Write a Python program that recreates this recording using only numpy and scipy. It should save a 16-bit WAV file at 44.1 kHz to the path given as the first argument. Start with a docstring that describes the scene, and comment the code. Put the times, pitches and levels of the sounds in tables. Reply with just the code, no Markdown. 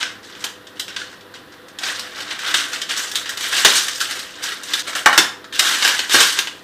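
"""Aluminium foil crackles and snaps as hands press it around a cake tin standing in a pan.
Its creases buckle in swarms of tiny clicks and in single loud snaps. The tin scrapes and knocks
against the pan as it is shifted. The small, hard-walled kitchen echoes, a motor hums in the
background, and the loudest peaks overload the close microphone."""
import sys
import numpy as np
from scipy import signal
from scipy.fft import rfft, irfft
from scipy.io import wavfile
from scipy.ndimage import uniform_filter1d

SR = 44100
rng = np.random.default_rng(int(sys.argv[2]) if len(sys.argv) > 2 else 0)


def int16_out(signal):
    """Quantize to a 16-bit WAV file."""
    q = np.round(np.clip(np.atleast_2d(signal).T, -1, 1) * 32767)
    wavfile.write(sys.argv[1], SR, q.astype(np.int16))


N = 292383
TIME = np.arange(N) / SR


def from_db(db):
    """Turn decibels into a factor to multiply by."""
    return 10 ** (np.asarray(db) / 20)


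def unit_power(x):
    """Scale a signal to an average power of 1."""
    return x / np.sqrt(np.mean(x ** 2) + 1e-20)


def at_hz(points, hz):
    """Read between the rows of a table, on a scale where all octaves are equally wide."""
    known_hz, values = np.transpose(points)
    return np.interp(np.log(np.maximum(hz, 1)), np.log(known_hz), values)


def dying(t60, size):
    """Fade away from 1; t60 is always the time in seconds to fall by 60 dB."""
    return np.exp(-np.log(1000) * TIME[:size] / max(t60, 1e-3))


def coloured(x, spectrum, size=4096):
    """Give a sound the tone colour of a table; white noise keeps its power."""
    gain = unit_power(from_db(at_hz(spectrum, np.linspace(0, SR / 2, size // 2 + 1))))
    # a minimum-phase filter: it never rings ahead of a click
    cepstrum = irfft(np.log(gain))[:size // 2]
    cepstrum[1:] *= 2
    return signal.fftconvolve(x, irfft(np.exp(rfft(cepstrum, size))))[:len(x)]


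def resonate(x, hz, width_hz):
    """Ring at one pitch; a narrower width rings longer."""
    r = np.exp(-np.pi * width_hz / SR)
    feedback = [1, -2 * r * np.cos(2 * np.pi * hz / SR), r * r]
    return signal.lfilter(np.array([1, 0, -1]) * (1 - r * r) / 2, feedback, x + 1e-18)


def soften(x, corner_hz=5000):
    """Gently turn down the treble."""
    return signal.sosfilt(signal.butter(1, corner_hz, fs=SR, output="sos"), x)


def brighten(x, treble_db):
    """Turn the treble up or down: sharper creases sound brighter."""
    low = soften(x)
    return low + from_db(treble_db) * (x - low)


def add(track, time_s, sound):
    """Mix a sound in at the given time."""
    start = max(round(time_s * SR), 0)
    track[start:start + len(sound)] += sound[:N - start]


def gesture(start, attack_s, length_s, t60):
    """One hand movement rises, holds, and begins to fade length_s after its start."""
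    rise = np.clip((TIME - start) / attack_s, 0, 1)
    return rise * from_db(-60 * np.clip((TIME - start - length_s) / t60, 0, 3))


def background(motor_hz=49.86, waver=0.58, waver_hz=7.4, hiss_db=-44.0):
    """A motor hums in slightly wavering tones over the hiss of the air."""
    # the motor's tones: (multiple of its turning rate, level [dB])
    motor_tones = [(2, -62.5), (4, -64.5), (5, -68), (6, -55.5), (7, -58.5), (8, -57.5), (10, -55.5),
                   (13, -60), (16, -63.5), (20, -62)]
    # tone colour of the hiss: (frequency [Hz], level [dB])
    hiss_colour = [(15, -34), (25, -22.5), (278, -6.5), (438, -10), (501, -2), (588, -13.5), (637, -11),
                   (833, -15.5), (1000, -11), (1150, -10), (1910, -9.5), (2180, -20), (3540, -15.5),
                   (6540, -31.5), (15000, -31.5)]
    hum = np.zeros(N)
    for multiple, db in motor_tones:
        hz = multiple * motor_hz
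        tone = np.sqrt(2) * np.sin(2 * np.pi * (hz * TIME + rng.random()))
        flutter = unit_power(resonate(rng.standard_normal(N), hz, waver_hz))
        hum += from_db(db) * unit_power(tone + waver * flutter)
    return hum + from_db(hiss_db) * coloured(rng.standard_normal(N), hiss_colour)


def echoes(near_db=-3.5, near_t60=0.068, tail_db=-3.0, build_s=0.0034, size=22050):
    """Sound bounces quickly off pan and worktop, then lingers in the room; treble dies first."""
    # how long the kitchen echoes: (frequency [Hz], t60 [s])
    room_fade = [(200, .38), (1400, .44), (3500, .34), (8000, .31), (14000, .28)]
    white, hz = rfft(rng.standard_normal(size)), np.linspace(0, SR / 2, size // 2 + 1)
    edges = np.geomspace(40, SR / 2, 19)
    tail = np.zeros(size)
    for low, high in zip(edges, edges[1:]):
        band = irfft(white * (hz >= low) * (hz < high))
        tail += band * dying(at_hz(room_fade, np.sqrt(low * high)), size)
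    tail *= 1 - np.exp(-TIME[:size] / build_s)
    near = rng.standard_normal(size) * dying(near_t60, size) * (TIME[:size] > .001)
    return (from_db(near_db) * unit_power(near) + from_db(tail_db) * unit_power(tail)) / np.sqrt(size)


def kitchen(x, spots=16, hold=256):
    """Every few milliseconds the sound comes from another spot around the tin, with its own echoes."""
    spot = np.repeat(rng.integers(0, spots, N // hold + 1), hold)[:N]
    shares = (uniform_filter1d((spot == k) * 1.0, size=hold // 2) for k in range(spots))
    return x + sum(signal.oaconvolve(x * share, echoes())[:N] for share in shares)


def tin_ring(low_cut_hz=251, size=16384):
    """Each touch rings the tin's tones in a different mix; the thin metal gives off little bass."""
    # the tin's natural tones: (frequency [Hz], level [dB], t60 [s])
    tin_tones = [(527, -16.5, 0.055), (663, -9, 0.03), (760, -15.5, 0.053), (845, -12.5, 0.081),
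                 (1024, -16.5, 0.21), (1128, -9, 0.13), (1260, -17, 0.076), (1358, 3.5, 0.035),
                 (1390, -3.5, 0.053), (1570, -1, 0.051), (1768, 1.5, 0.028), (1950, -9, 0.014),
                 (2214, -6, 0.015), (2320, -29, 0.03), (2920, -5, 0.042)]
    ring = np.zeros(size)
    for hz, db, t60 in tin_tones:
        envelope = from_db(db + rng.normal()) * dying(t60, size)
        ring += envelope * np.sin(2 * np.pi * (hz * TIME[:size] + rng.random()))
    return signal.sosfilt(signal.butter(1, low_cut_hz, "high", fs=SR, output="sos"), ring)


def scrape(level_db=-9.0, slips_per_s=350, hand_t60=0.072):
    """The tin's rim sticks and slips on the pan; the hand that holds it shortens the ring."""
    # shoves of the tin across the pan: (start [s], length [s], level [dB])
    shoves = [(1.8, 0.087, -26.5), (1.966, 0.23, -34), (2.154, .21, -32), (2.46, 0.075, -32),
              (2.685, .14, -32), (2.892, 0.3, -32), (3.25, 0.074, -33), (3.356, 0.18, -29),
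              (3.524, 0.13, -29), (3.694, 0.018, -19), (3.863, 0.018, -26), (4.07, 0.09, -30),
              (4.402, 0.12, -29), (4.595, .13, -34), (4.852, .05, -23.5), (4.954, 0.023, -15),
              (5.58, 0.079, -19.5), (5.83, 0.12, -23.5), (6.126, 0.089, -22)]
    speed = sum(from_db(db) * gesture(start, attack_s=0.0044, length_s=length, t60=0.12)
                for start, length, db in shoves)
    slips = rng.standard_normal(N) * (rng.random(N) < slips_per_s / SR)
    ring = tin_ring()
    rasp = signal.oaconvolve(slips, ring * dying(hand_t60, len(ring)))[:N]
    return from_db(level_db) * speed * unit_power(rasp)


def buckling(t60, crack, crack_t60, uneven_db=2.5, rise_s=.0003, size=8192):
    """A crease gives way: a first crack, then a fading run of tiny, uneven slips."""
    strengths = from_db(uneven_db * np.clip(rng.standard_normal(size // 32), -1.5, 1.5))
    slips = rng.standard_normal(size) * np.repeat(strengths, 32)
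    rise = 1 - np.exp(-TIME[:size] / rise_s)
    envelope = rise * (dying(t60, size) + crack * dying(crack_t60, size))
    return unit_power(slips * envelope) * np.sqrt(np.mean(envelope ** 2))


def knocks():
    """The tin rings, the pan thuds on the worktop and foil is crushed; returns (metal, foil)."""
    # tin hitting pan: (time [s], ring [dB], thud [dB], crush [dB], t60 of the crush [s])
    hits = [(3.648, -19, -16.5, -1, 0.11), (5.0598, 1.5, -24, -3.5, 0.038), (5.129, -14.5, -42, -20, 0.27),
            (5.177, -15, -25, 0, 0.093), (6.143, -18, -20, -9, 0.24), (6.203, -15.5, -25.5, -8, 0.13)]
    # tone colour of the thud: (frequency [Hz], level [dB])
    thud_colour = [(30, -24), (100, -23), (200, -3.5), (270, 4.5), (400, 1), (550, 2), (750, -5.5),
                   (1500, -3.5), (5000, -47)]
    ring, thud, crush = np.zeros((3, N))
    for time_s, ring_db, thud_db, crush_db, t60 in hits:
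        add(ring, time_s, from_db(ring_db) * tin_ring())
        add(thud, time_s, from_db(thud_db) * buckling(t60=0.063, crack=0.86, crack_t60=0.011))
        add(crush, time_s, from_db(crush_db) * buckling(t60, crack=0.51, crack_t60=0.018))
    # the foil between tin and pan softens the ring
    return soften(ring) + coloured(thud, thud_colour), crush


def sheet(clicks, level_db=-3.0):
    """The foil passes its clicks to the air, and the hollow under it rings along."""
    # tone colour of the foil: (frequency [Hz], level [dB])
    foil_colour = [(30, -58), (90, -38), (160, -26), (300, -11), (600, -12.5), (1000, -4.5), (1450, -1.5),
                   (1900, 0), (2300, -4.5), (3400, 1.5), (4500, -2.5), (6000, -4), (8300, -9.5),
                   (10500, -16), (15000, -19.5)]
    # tones of the hollow between foil and pan: (frequency [Hz], width [Hz], level [dB])
    hollow_tones = [(297, 42, 1.5), (1600, 137, -1), (2870, 440, -13.5), (3720, 93, -8.5),
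                    (8120, 520, -8.5)]
    foil = coloured(clicks, foil_colour)
    hollow = sum(from_db(db) * resonate(foil, hz, width) for hz, width, db in hollow_tones)
    return from_db(level_db) * (foil + hollow)


def pressing():
    """Finger pushes swell, settle and add up; returns (effort as a factor, treble in dB)."""
    # pushes into the foil: (start [s], swell [s], t60 [s], level [dB], treble [dB])
    pushes = [ (0.0, 0.0064, 0.37, -21.5, -33), (.225, 0.015, .4, -39, -5), (.27, 0.033, .5, -37.5, -27),
              (.34, 0.078, 0.14, -33, -9), (0.441, 0.0076, 0.13, -26, -17), (0.719, 0.061, .15, -42, -10),
              (.875, 0.025, .4, -33.5, -23), (.96, 0.04, 0.24, -27.5, -15), (1.03, 0.1, 0.18, -39.5, -24),
              (1.335, .012, 0.18, -34, -22), (1.5, 0.021, 0.22, -39, -16), (1.79, 0.093, 0.44, -21, -8.5),
              (1.95, 0.019, 1, -33, -6), (2.12, 0.09, 0.33, -27, -11), (2.26, 0.049, 0.31, -23.5, -29),
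              (2.369, .12, 0.41, -18, -11.5), (2.535, 0.013, 0.55, -15.5, -7),
              (2.714, 0.022, 0.44, -22.5, -13), (2.879, 0.025, 0.26, -19, -8),
              (2.955, 0.026, 0.57, -22.5, -0.5), (3.144, 0.011, 0.36, -24, -3.5),
              (3.26, 0.02, 0.46, -26, -7.5), (3.37, 0.067, 0.96, -24, -1),
              (3.498, 0.081, 0.76, -15.5, -4.5), (3.66, 0.031, 0.43, -16.5, -4.5),
              (3.719, 0.033, 0.51, -17.5, 3), (3.9, 0.031, 1, -31.5, 4.5),
              (3.994, 0.0218, 0.19, -17.5, -2.5), (4.07, 0.036, 0.78, -24, -8), (4.3, 0.086, 1, -33, -12),
              (4.41, 0.028, 0.48, -22, -3), (4.6, 0.17, 0.31, -24, -4), (4.755, 0.029, 0.17, -27.5, -9),
              (4.86, 0.022, 0.25, -24, -6.5), (4.946, 0.0099, 0.33, -22, -3),
              (5.52, 0.037, 0.53, -24.5, -6), (5.6, 0.077, 0.95, -14, -5.5),
              (5.811, 0.044, 0.61, -12, -6.5), (6.09, 0.05, 0.39, -10.5, -4),
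              (6.17, 0.036, 0.57, -13, -0.5), (6.35, .035, 0.13, -18.5, -13)]
    power, treble = np.full(N, 1e-12), np.zeros(N)
    for start, swell_s, t60, db, treble_db in pushes:
        push = (from_db(db) * gesture(start, swell_s, swell_s, t60)) ** 2
        power += push
        treble += push * treble_db
    return np.sqrt(power), treble / power


def smeared(clicks, t60=0.029, size=1024):
    """A click bounces between the creases and becomes a short burst of the same tone colour."""
    bounces = rfft(rng.standard_normal(size) * dying(t60, size))
    burst = irfft(bounces / np.abs(bounces))[:size // 2]
    return signal.oaconvolve(clicks, burst)[:N]


def crinkle(level_db=-2.0, pops_per_s=900, spread_db=2.5, rub_db=-12, treble_db=5.0):
    """Tiny creases pop at random, faster and louder under pressure, while foil rubs on foil."""
    effort, push_treble_db = pressing()
    rate = pops_per_s * np.sqrt(10 * effort + 1e-4)  # equals pops_per_s at an effort of 0.1
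    chance = np.clip(rate / SR, 0, 1)
    sizes = unit_power(from_db(spread_db * np.minimum(rng.exponential(1, N), 3.5)))
    signs = rng.choice([-1, 1], N)
    pops = sizes * signs * (rng.random(N) < chance) / np.sqrt(chance)
    # each pop rings one small flat patch of foil; a higher q gives a clearer pitch
    patches, patch_q, patch_db = 14, 3.9, 9.5
    patch_of_pop, swarm = rng.integers(0, patches, N), np.zeros(N)
    for k, hz in enumerate(np.geomspace(1200, 13000, patches)):
        clicks = smeared(pops * (patch_of_pop == k))
        swarm += clicks + from_db(patch_db) * resonate(clicks, hz, hz / patch_q)
    rub = from_db(rub_db) * rng.standard_normal(N)
    rustle = effort * (unit_power(swarm) + rub)
    return from_db(level_db) * brighten(rustle, treble_db + push_treble_db)


def snaps(level_db=-8.0, treble_db=9.0, patch_q=2.5, patch_share=.7):
    """A large crease snaps and very briefly rings the flat patch of foil next to it."""
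    # large creases giving way: (time [s], level [dB], pitch of the patch [Hz], treble [dB])
    creases = [(0.028, -1.5, 2330, -35), (0.3501, -21, 3300, -24), (0.4401, -5.5, 3300, -5.5),
               (0.668, -27, 3280, -4.5), (0.795, -18.5, 3400, 7.5), (0.8803, -15, 2600, -12),
               (0.9628, -6, 3300, -30), (1.0144, -15, 3280, -24), (1.2077, -26.5, 4000, -24),
               (1.3393, -21.5, 1550, -25), (1.6834, -27, 1600, -5), (1.7861, -13, 3870, -6.5),
               (1.833, -5, 3670, -22), (1.9938, -16.5, 4900, 0.5), (2.3897, -17, 1570, -3),
               (2.4798, -9, 1660, -10), (2.5407, 1.5, 2750, -9), (2.731, -9.5, 1420, -7),
               (2.8166, -7, 3320, -7), (2.905, -9, 2980, -28), (3.114, -23.5, 1650, 8.5),
               (3.1546, -12.5, 3950, 6), (3.258, -11, 1600, -21), (3.2912, -12, 1740, -1),
               (3.372, -15, 4100, 0), (3.407, -10, 1260, -4), (3.526, -3, 1370, -11),
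               (3.581, -13, 3610, -1), (3.8819, -8.5, 1960, -3), (4.0034, -19.5, 4230, 7),
               (4.1089, -10.5, 1410, -3.5), (4.192, -21.5, 3070, 5), (4.5192, -9.5, 1570, -15),
               (4.6334, -24, 6300, 5), (4.7352, -3, 3330, -5.5), (4.794, -17.5, 5800, 3.5),
               (4.9303, -10.5, 1530, -30), (4.9511, -10, 1620, -2), (5.4422, -18.5, 1500, -30),
               (5.5245, -13.5, 1910, -25), (5.592, 2.5, 2370, -1), (5.8229, 2.5, 2640, -19),
               (5.8485, 2.5, 2760, -25), (5.8772, -2.5, 1770, -4), (5.9906, -1.5, 2560, -10),
               (6.0945, -3.5, 1620, -12), (6.215, -5, 3000, -22), (6.388, 0, 3080, -4),
               (6.471, -7, 2550, -25)]
    track = np.zeros(N)
    for time_s, db, hz, crease_treble_db in creases:
        burst = buckling(t60=.04, crack=0.17, crack_t60=0.0032, uneven_db=4.0, rise_s=0.00089)
        burst += patch_share * resonate(burst, hz, hz / patch_q)
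        add(track, time_s, from_db(db + level_db) * brighten(burst, treble_db + crease_treble_db))
    return track


def dip(time_s=4.824, depth_db=-16.5, recovery_s=0.014):
    """The level drops suddenly once and quickly comes back."""
    return from_db(depth_db * (TIME >= time_s) * np.exp(-np.abs(TIME - time_s) / recovery_s))


def scene():
    """Foil and tin echo in the kitchen, over the hum and hiss."""
    metal, crush = knocks()
    foil = sheet(crinkle() + snaps() + crush)
    handling = kitchen(foil + metal + scrape()) * dip()
    return (handling + background())[None]


def record(dry, ceiling=0.99, cutoff_hz=15050):
    """The microphone overloads, flattening the loudest peaks; the highest treble is cut off."""
    treble_cut = signal.ellip(10, .2, 70, cutoff_hz, fs=SR, output="sos")
    return signal.sosfilt(treble_cut, np.clip(dry, -ceiling, ceiling))


dry = scene()
out = record(dry)
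int16_out(out)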